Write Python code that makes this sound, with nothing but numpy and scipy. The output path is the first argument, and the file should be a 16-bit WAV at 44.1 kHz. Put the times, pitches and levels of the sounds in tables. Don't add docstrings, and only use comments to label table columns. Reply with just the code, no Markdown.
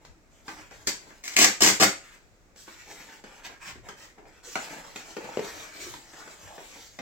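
import sys
import numpy as np
from scipy import signal
from scipy.fft import rfft, irfft, next_fast_len
from scipy.io import wavfile
from scipy.ndimage import uniform_filter1d, map_coordinates

SR = 44100
rng = np.random.default_rng(int(sys.argv[2]) if len(sys.argv) > 2 else 0)


def transcribe(u):
    v = np.clip(np.atleast_2d(u).T, -1, 1)
    q = np.round(v * 32767).astype(np.int16)
    wavfile.write(sys.argv[1], SR, q)


N = 309141

# [freq_hz, level_db]
AIR_SPECTRUM = [(15, -27), (25, 1.5), (114, -12), (591, -16), (1040, -24), (1230, -21), (2550, -25),
                (2990, -33), (7510, -29.5), (9320, -27.5), (16000, -34.5)]
# [centre_s, level_db, spread_s]
TABLE_BUMPS = [(.105, -52, 0.016), (.72, -60, 0.17), (2.15, -73, .08), (2.33, -60, 0.018),
               (3.76, -54, 0.034), (3.86, -54.5, 0.05), (5.55, -57, 0.07), (5.9, -53, 0.057),
               (6.47, -54, 0.034)]
# [freq_hz, correlation]
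EAR_LIKENESS = [(25, 0.056), (60, 0), (120, 0.66), (300, .88), (600, 0.59), (1200, 0), (3000, 0)]
# [freq_hz, t60_s]
ROOM_DECAY = [(100, 0.26), (400, 0.3), (1000, 0.28), (2300, 0.32), (5000, 0.29), (8000, 0.31),
              (15000, 0.21)]

# [start_s, length_s, hollow_db, scrape_db, hiss_db]
STROKE_EVENTS = [(0.0, 0.06, -61, -71.5, -69.5), (0.297, 0.17, -67.5, -69, -68.5),
                 (0.44, 0.095, -54, -62.5, -54.5), (0.551, 0.046, -52, -49.5, -55.5),
                 (0.695, 0.41, -56.5, -61, -61.5), (1.079, 0.091, -76, -62, -62),
                 (1.984, 0.16, -63, -57.5, -60.5), (2.241, 0.22, -83, -92.5, -77.5),
                 (2.55, .06, -70, -67, -52.5), (2.651, 0.29, -75, -57, -56), (2.857, 0.059, -50, -52, -52),
                 (2.968, .17, -54.5, -55.5, -54), (3.232, 0.3, -57, -55.5, -62),
                 (3.598, .07, -63, -47.5, -53.5), (3.825, 0.07, -51.5, -58, -62.5),
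                 (3.957, 0.087, -56, -55.5, -55.5), (4.163, .09, -55, -79, -81),
                 (4.253, 0.126, -62, -64, -66), (4.426, 0.096, -60, -53.5, -46),
                 (4.605, 0.15, -48.5, -50.5, -51.5), (4.944, 0.017, -45, -53.5, -47.5),
                 (5.06, .05, -50.5, -60, -55), (5.19, 0.11, -45, -53, -80), (5.412, 0.11, -53, -55, -47.5),
                 (5.776, .13, -66, -52, -46), (6.146, 0.073, -51.5, -55.5, -54),
                 (6.708, 0.061, -51.5, -54.5, -53.5)]
# [time_s, hollow_db, scrape_db, hiss_db]
RUMMAGE_LEVELS = [(4.43, -54, -61, -73), (4.51, -63, -61.5, -65), (4.62, -67, -53, -44),
                  (4.72, -46.5, -51, -54.5), (5.12, -60.5, -58, -55.5), (5.38, -43.5, -49.5, -53),
                  (5.59, -48, -47.5, -50), (5.77, -54.5, -53, -53), (5.98, -60, -60, -58.5),
                  (6.63, -56, -58, -53.5), (6.78, -67, -64.5, -52), (7.0, -66, -65, -60)]
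# [freq_hz, level_db]
HOLLOW_SPECTRUM = [(76, -33.5), (130, -9.5), (211, -9.5), (247, -12), (307, -1), (376, -11.5), (412, -1),
                   (454, -5.5), (834, -3.5), (904, -2), (1100, -14.5), (1430, -41.5), (2420, -120)]
# [freq_hz, level_db]
SCRAPE_SPECTRUM = [(500, -30.5), (1000, -7), (1500, -4), (2300, -3), (3000, -13), (4500, -35.5)]
# [freq_hz, level_db]
HISS_SPECTRUM = [(1800, -31.5), (3000, 0.5), (5000, 1), (7400, 3), (11000, 3.5), (15000, -1)]
# [centre_s, level_db, spread_s]
EDGE_SWIPES = [(3.461, -41, .013), (3.68, -45, 0.025)]

# [start_s, level_db, ring_hz, crack_db re the tap]
KNOCK_EVENTS = [(0.049, -54, 1520, 2.5), (0.48, -26, 1310, -22.5), (0.709, -39, 700, -17),
                (1.067, -45, 266, -25), (1.104, -41, 703, -23), (2.56, -51.5, 2100, -3.5),
                (2.677, -35, 294, -22.5), (3.239, -35.5, 290, -13.5), (3.492, -40.5, 310, -21),
                (3.754, -39.5, 310, -23), (3.887, -33.5, 860, -8), (4.181, -41.5, 404, -31.5),
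                (4.253, -45.5, 564, -39), (4.555, -21, 725, -11.5), (4.959, -31, 2630, -6.5),
                (5.166, -28.5, 400, -16), (5.243, -33.5, 312, -19.5), (5.938, -37, 445, -7),
                (6.133, -36.5, 820, -19), (6.276, -37.5, 520, -16.5), (6.579, -34, 604, -37),
                (6.988, -29, 540, -17)]
# [freq_hz, level_db]
TAP_SPECTRUM = [(70, -12.5), (170, -3.5), (300, 1), (500, -4.5), (1000, -6.5), (2000, -7), (3500, -19.5),
                (9000, -31.5)]
# [freq_hz, level_db]
CRACK_SPECTRUM = [(1500, 4.5), (3500, 0), (7000, -0.5), (10000, -3), (16000, -11.5)]
# [centre_s, level_db, spread_s, pitch_hz]
SCUFF_EVENTS = [(0.128, -60.5, 0.043, 270), (2.9, -54, 0.029, 437), (4.487, -49.5, 0.014, 468),
                (4.62, -47, 0.017, 740), (5.287, -44, 0.019, 770), (5.856, -45.5, 0.041, 400),
                (6.22, -49, 0.033, 1430), (6.545, -47.5, 0.076, 755)]

# [start_s, rise_s, hold_s, release_t60_s, snap_db, thrum_db, flap_hz, flap_width_hz, flap_db]
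STRIP_PULLS = [(0.866, 0.014, 0.014, 0.064, -28.5, -42, 4780, 688, 5),
               (1.231, 0.022, 0.094, 0.042, -40, -58.5, 2470, 417, 0.5),
               (1.361, 0.031, .055, 0.071, -13.5, -26.5, 2494, 423, 8),
               (1.606, 0.02, 0.053, .17, -16, -29.5, 7100, 540, -7.5),
               (1.799, 0.031, 0.01, 0.057, -15, -21.5, 1316, 261, 9.5)]
# [start_s, snap_db, thrum_db]
TEAR_JERKS = [(0.871, -15.5, -26), (0.881, -21.5, -29), (1.238, -37, -44), (1.277, -24, -41.5),
              (1.366, -15.5, -29), (1.449, -15, -39.5), (1.607, -14.5, -44), (1.622, -13.5, -31),
              (1.799, -25.5, -25), (1.832, -10.5, -30)]
# [freq_hz, level_db]
FIBRE_SPECTRUM = [(60, -37.5), (150, -21), (500, -8.5), (900, -6), (1080, -4.5), (1300, -4), (2000, 2),
                  (2700, -2.5), (3600, -4.5), (4700, 0), (6000, -0.5), (7400, 1.5), (16000, -5)]
# [centre_hz, width_hz, level_db]
PANEL_MODES = [(96.1, 8.2, 1.5), (179, 51, 1.5), (209, 55, 3), (312, 31, 3), (402.6, 39, 1), (538, 45, -1),
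               (681, 46, -2), (775, 38, -1)]
# [freq_hz, level_db, t60_s]
METAL_MODES = [(1245, -5, 0.88), (1940, -2.5, 0.57), (2170, -2.5, 0.5), (2675, -4.5, 1), (3360, -9.5, 0.6),
               (6573, -11.5, 0.76)]

# [start_s, level_db, pitch_hz, t60_s]
POP_EVENTS = [(4.561, -43, 720, 0.036), (5.372, -13, 430, 0.013), (5.392, -22.5, 432, 0.057),
              (6.579, -35.5, 392, 0.023)]
# [freq_hz, level_db]
MIC_RESPONSE = [(7700, 0), (8300, -8.5), (9200, -16.5), (12000, -12), (15000, -9)]

STROKE_ATTACK_S, STROKE_T60_S, STROKE_SAG_DB_PER_S = 0.03, 0.39, 6
RUMMAGE_DB = -1
CRINKLE_PER_S, CRINKLE_DB = 52, -7.5
BITE_DB = 10.5
JERK_T60_S = 0.028
TOP_HZ = 16000


def amp(db):
    return 10 ** (np.asarray(db) / 20)


def unit(x):
    return x / np.sqrt(np.mean(x ** 2) + 1e-20)


def along(points, hz):
    f, values = np.transpose(points)
    return np.interp(np.log(hz + 1), np.log(f + 1), values)


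def clock():
    return np.arange(N) / SR


def gains(rows):
    times_s, *columns = np.transpose(rows)
    return [amp(np.interp(clock(), times_s, db, left=-120, right=-120)) for db in columns]


def swells(rows):
    return sum(amp(db) * np.exp(-.5 * ((clock() - s) / spread_s) ** 2) for s, db, spread_s in rows)


def wobble(rate_hz):
    knots = rng.standard_normal(int(N * rate_hz / SR) + 4)
    return map_coordinates(knots, [clock() * rate_hz])


def filtered(x, response):
    size = next_fast_len(N + SR // 2)
    spectrum = rfft(x, size) * response(np.fft.rfftfreq(size, 1 / SR))
    return irfft(spectrum, size)[..., :N]


def coloured(x, spectrum):
    return unit(filtered(x, lambda hz: amp(along(spectrum, hz))))


def resonance(f, centre_hz, width_hz, db):
    return amp(db) * 1j * f * width_hz / (centre_hz ** 2 - f ** 2 + 1j * f * width_hz)


def snaps(rate_hz, spread_db):
    size = amp(spread_db * np.clip(rng.standard_normal(N), -2, 2))
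    sign = rng.choice([-1, 1], N)
    return unit(size * sign * (rng.random(N) < rate_hz / SR))


def diffuse(size):
    likeness = np.clip(along(EAR_LIKENESS, np.fft.rfftfreq(size, 1 / SR)), -1, 1)
    turn = np.arccos(likeness) / 2
    noise = rfft(rng.standard_normal((2, size)))
    mid, side = irfft(noise * [np.cos(turn), np.sin(turn)], size)
    return np.array([mid + side, mid - side])


def kitchen(wet_db, early_db, lag_s):
    size = SR // 3
    hz, frame_s, z = signal.stft(diffuse(size), SR, nperseg=256)
    decay = amp(-60 * frame_s / along(ROOM_DECAY, hz)[:, None])
    tail = signal.istft(z * decay, SR, nperseg=256)[1][:, :size]
    t = np.arange(tail.shape[1]) / SR
    tail = tail * (1 - np.exp(-t / 0.0049))
    early = diffuse(len(t)) * np.exp(-t / 0.0059)
    answer = amp(wet_db) * tail / np.linalg.norm(tail[0])
    answer = answer + amp(early_db) * early / np.linalg.norm(early[0])
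    answer[0, int(abs(lag_s) * SR)] += 1
    answer[1, 0] += 1
    return answer / np.linalg.norm(answer[0])


def moving(x, wet_db, early_db, lag_s, count=24):
    out, hop = np.zeros((2, N + 3 * SR)), N // count + 1
    fade = np.sin(np.pi * (np.arange(2 * hop) + .5) / (2 * hop)) ** 2
    x = np.pad(x, (hop, 2 * hop))
    for start in range(0, N + hop, hop):
        stretch = x[start:start + 2 * hop] * fade
        part = signal.fftconvolve(stretch[None], kitchen(wet_db, early_db, lag_s), axes=1)
        out[:, start:start + part.shape[1]] += part
    return out[:, hop:hop + N]


def bassless(x, corner_hz):
    return signal.sosfilt(signal.butter(3, corner_hz, "highpass", fs=SR, output="sos"), x)


def background():
    rumble = coloured(diffuse(N), [(20, 0), (40, 33), (130, 25), (300, -19), (700, -50)])
    bumps = swells(TABLE_BUMPS) * rumble
    return amp(-59) * coloured(diffuse(N), AIR_SPECTRUM) + bumps


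def hands():
    power, t = np.zeros((3, N + SR)), np.arange(SR) / SR
    for s, length_s, *levels_db in STROKE_EVENTS:
        lift_db = 60 * np.maximum(t - length_s, 0) / STROKE_T60_S
        fall_db = STROKE_SAG_DB_PER_S * t + lift_db
        shape = np.minimum(t / STROKE_ATTACK_S, 1) * amp(-fall_db)
        power[:, round(s * SR):][:, :SR] += np.outer(amp(levels_db), shape) ** 2
    rummage = amp(RUMMAGE_DB) * np.array(gains(RUMMAGE_LEVELS))
    return np.sqrt(power[:, :N] + rummage ** 2)


def patchy(x, depth_db, size=7):
    z = signal.stft(x, nperseg=512)[2]
    field = rng.standard_normal(z.shape)
    for axis in (0, 0, 1, 1):
        field = uniform_filter1d(field, size, axis)
    return unit(signal.istft(z * amp(depth_db * unit(field)), nperseg=512)[1][:N])


def rubbing():
    body, scrape, hiss = hands()
    grip = unit(amp(1.4 * wobble(45)))
    hollow = body * amp(0.994 * wobble(25))
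    hollow = hollow * coloured(snaps(rate_hz=1300, spread_db=2.5), HOLLOW_SPECTRUM)
    grain = coloured(snaps(rate_hz=2200, spread_db=4.5), SCRAPE_SPECTRUM)
    grain = scrape * amp(4) * patchy(grain, depth_db=2)
    fizz = coloured(snaps(rate_hz=11000, spread_db=4.5), HISS_SPECTRUM)
    fizz = hiss * amp(8.5) * patchy(fizz, depth_db=2)
    edge_spectrum = [(200, -3.5), (700, -1), (2000, 3), (4000, -1), (14000, -7.5)]
    edge = coloured(snaps(rate_hz=5500, spread_db=5.5), edge_spectrum)
    swipes = swells(EDGE_SWIPES) * amp(6.5) * edge
    crease_spectrum = [(300, -14.5), (1500, 1.5), (7000, -3.5), (15000, -7)]
    creases = coloured(snaps(rate_hz=CRINKLE_PER_S, spread_db=3), crease_spectrum)
    crinkle = scrape * amp(CRINKLE_DB) * creases
    return grip * (hollow + grain + fizz + swipes + crinkle)


def noise_burst(size, colour):
    return unit(irfft(rfft(rng.standard_normal(size)) * colour, size))


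def knocks():
    out, t = np.zeros(N + SR), np.arange(SR // 8) / SR
    f = np.fft.rfftfreq(len(t), 1 / SR)
    onset = 1 - np.exp(-t / 0.00069)
    for s, db, ring_hz, crack_db in KNOCK_EVENTS:
        low_cut = f / np.hypot(f, ring_hz / 2)
        ring = low_cut * (0.5 + resonance(f, ring_hz, ring_hz / 2, db=-5))
        thud = noise_burst(len(t), amp(along(TAP_SPECTRUM, f)) * ring) * amp(-60 * t / .04)
        crack = noise_burst(len(t), amp(along(CRACK_SPECTRUM, f))) * amp(-60 * t / .02)
        hit = amp(db + 2) * thud + amp(db + crack_db + 17.5) * crack
        out[round(s * SR):][:len(t)] += hit * onset
    return out[:N]


def scuffs():
    judder = snaps(rate_hz=390, spread_db=2)
    out = np.zeros(N)
    for s, db, spread_s, hz in SCUFF_EVENTS:
        tone = unit(filtered(judder, lambda f: resonance(f, hz, 0.37 * hz, db=0) ** 2))
        out += swells([(s, db + 0.5, spread_s)]) * tone
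    return out


def gesture(s, attack_s, hold_s, t60_s, bite_db):
    t = clock() - s
    build_db = -bite_db * np.clip(1 - t / attack_s, 0, 1)
    db = build_db - 60 * np.maximum(t - attack_s - hold_s, 0) / t60_s
    return (t >= 0) * amp(np.maximum(db, -200))


def jerks(pull):
    out, t = np.zeros((2, N)), np.arange(SR // 8) / SR
    for s, *levels_db in TEAR_JERKS:
        nearest = np.argmin([abs(s - row[0]) for row in STRIP_PULLS])
        if nearest == pull:
            release = np.outer(amp(levels_db), amp(-60 * t / JERK_T60_S))
            out[:, round(s * SR):][:, :len(t)] += release
    return out


def panel_response(f):
    return sum((-1) ** k * resonance(f, *mode) for k, mode in enumerate(PANEL_MODES))


def tear():
    crackle, drum = np.zeros((2, N))
    for pull, row in enumerate(STRIP_PULLS):
        s, rise_s, hold_s, t60_s, snap_db, thrum_db, flap_hz, width_hz, flap_db = row
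        envelope = gesture(s, rise_s, hold_s, t60_s, BITE_DB)
        ripping = np.outer(amp([snap_db, thrum_db]), envelope)
        snap, thrum = np.hypot(ripping, jerks(pull))
        bunches = unit(amp(3.8 * wobble(330)))
        fibres = snaps(rate_hz=3500, spread_db=4.5) * bunches

        def flap_response(f):
            return amp(along(FIBRE_SPECTRUM, f)) * (2.5 + resonance(f, flap_hz, width_hz, flap_db))

        crackle += snap * unit(filtered(fibres, flap_response))
        drum += thrum * unit(filtered(fibres, panel_response))
    return crackle, drum


def kitchenware(x):
    t = np.arange(SR) / SR
    ring = np.zeros((2, SR))
    for hz, db, t60_s in METAL_MODES:
        ring += amp(db - 60 * t / t60_s) * np.sin(2 * np.pi * (hz * t + rng.random((2, 1))))
    return amp(-66) * signal.fftconvolve(x[None], ring, axes=1)[:, :N]


def pops():
    out, t = np.zeros(N + SR), np.arange(SR // 8) / SR
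    onset = 1 - np.exp(-t / 0.00055)
    for s, db, hz, t60_s in POP_EVENTS:
        swing = np.sin(2 * np.pi * hz * t) + amp(-14) * np.sin(2 * np.pi * 235 * t)
        crack = unit(signal.lfilter([1], [1, -.85], rng.standard_normal(len(t))))
        decay = amp(db + 5 - 60 * t / t60_s)
        out[round(s * SR):][:len(t)] += decay * (swing + amp(-12.5) * crack) * onset
    return out[:N]


def scene():
    crackle, drum = tear()
    ripped = moving(crackle, wet_db=1, early_db=2.5, lag_s=.0001, count=8) + kitchenware(crackle)
    shaken = moving(drum, wet_db=-1.5, early_db=-9.5, lag_s=.00005, count=12)
    rubbed = moving(rubbing() + scuffs(), wet_db=0, early_db=3, lag_s=.00004, count=40)
    tapped = moving(bassless(knocks(), corner_hz=129), wet_db=4, early_db=2.5, lag_s=.00008, count=12)
    popped = moving(bassless(pops(), corner_hz=156), wet_db=-2.5, early_db=-3.5, lag_s=.00005, count=12)
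    mix = amp(5) * ripped + amp(0.5) * shaken + rubbed + tapped + popped
    return mix * amp([[.35], [-.35]]) + background()


def record(dry):
    x = filtered(dry, lambda hz: amp(along(MIC_RESPONSE, hz)))
    x = x / (1 + (x / .88) ** 6) ** (1 / 6)
    return filtered(x, lambda hz: hz < TOP_HZ)


dry = scene()
out = record(dry)
transcribe(out)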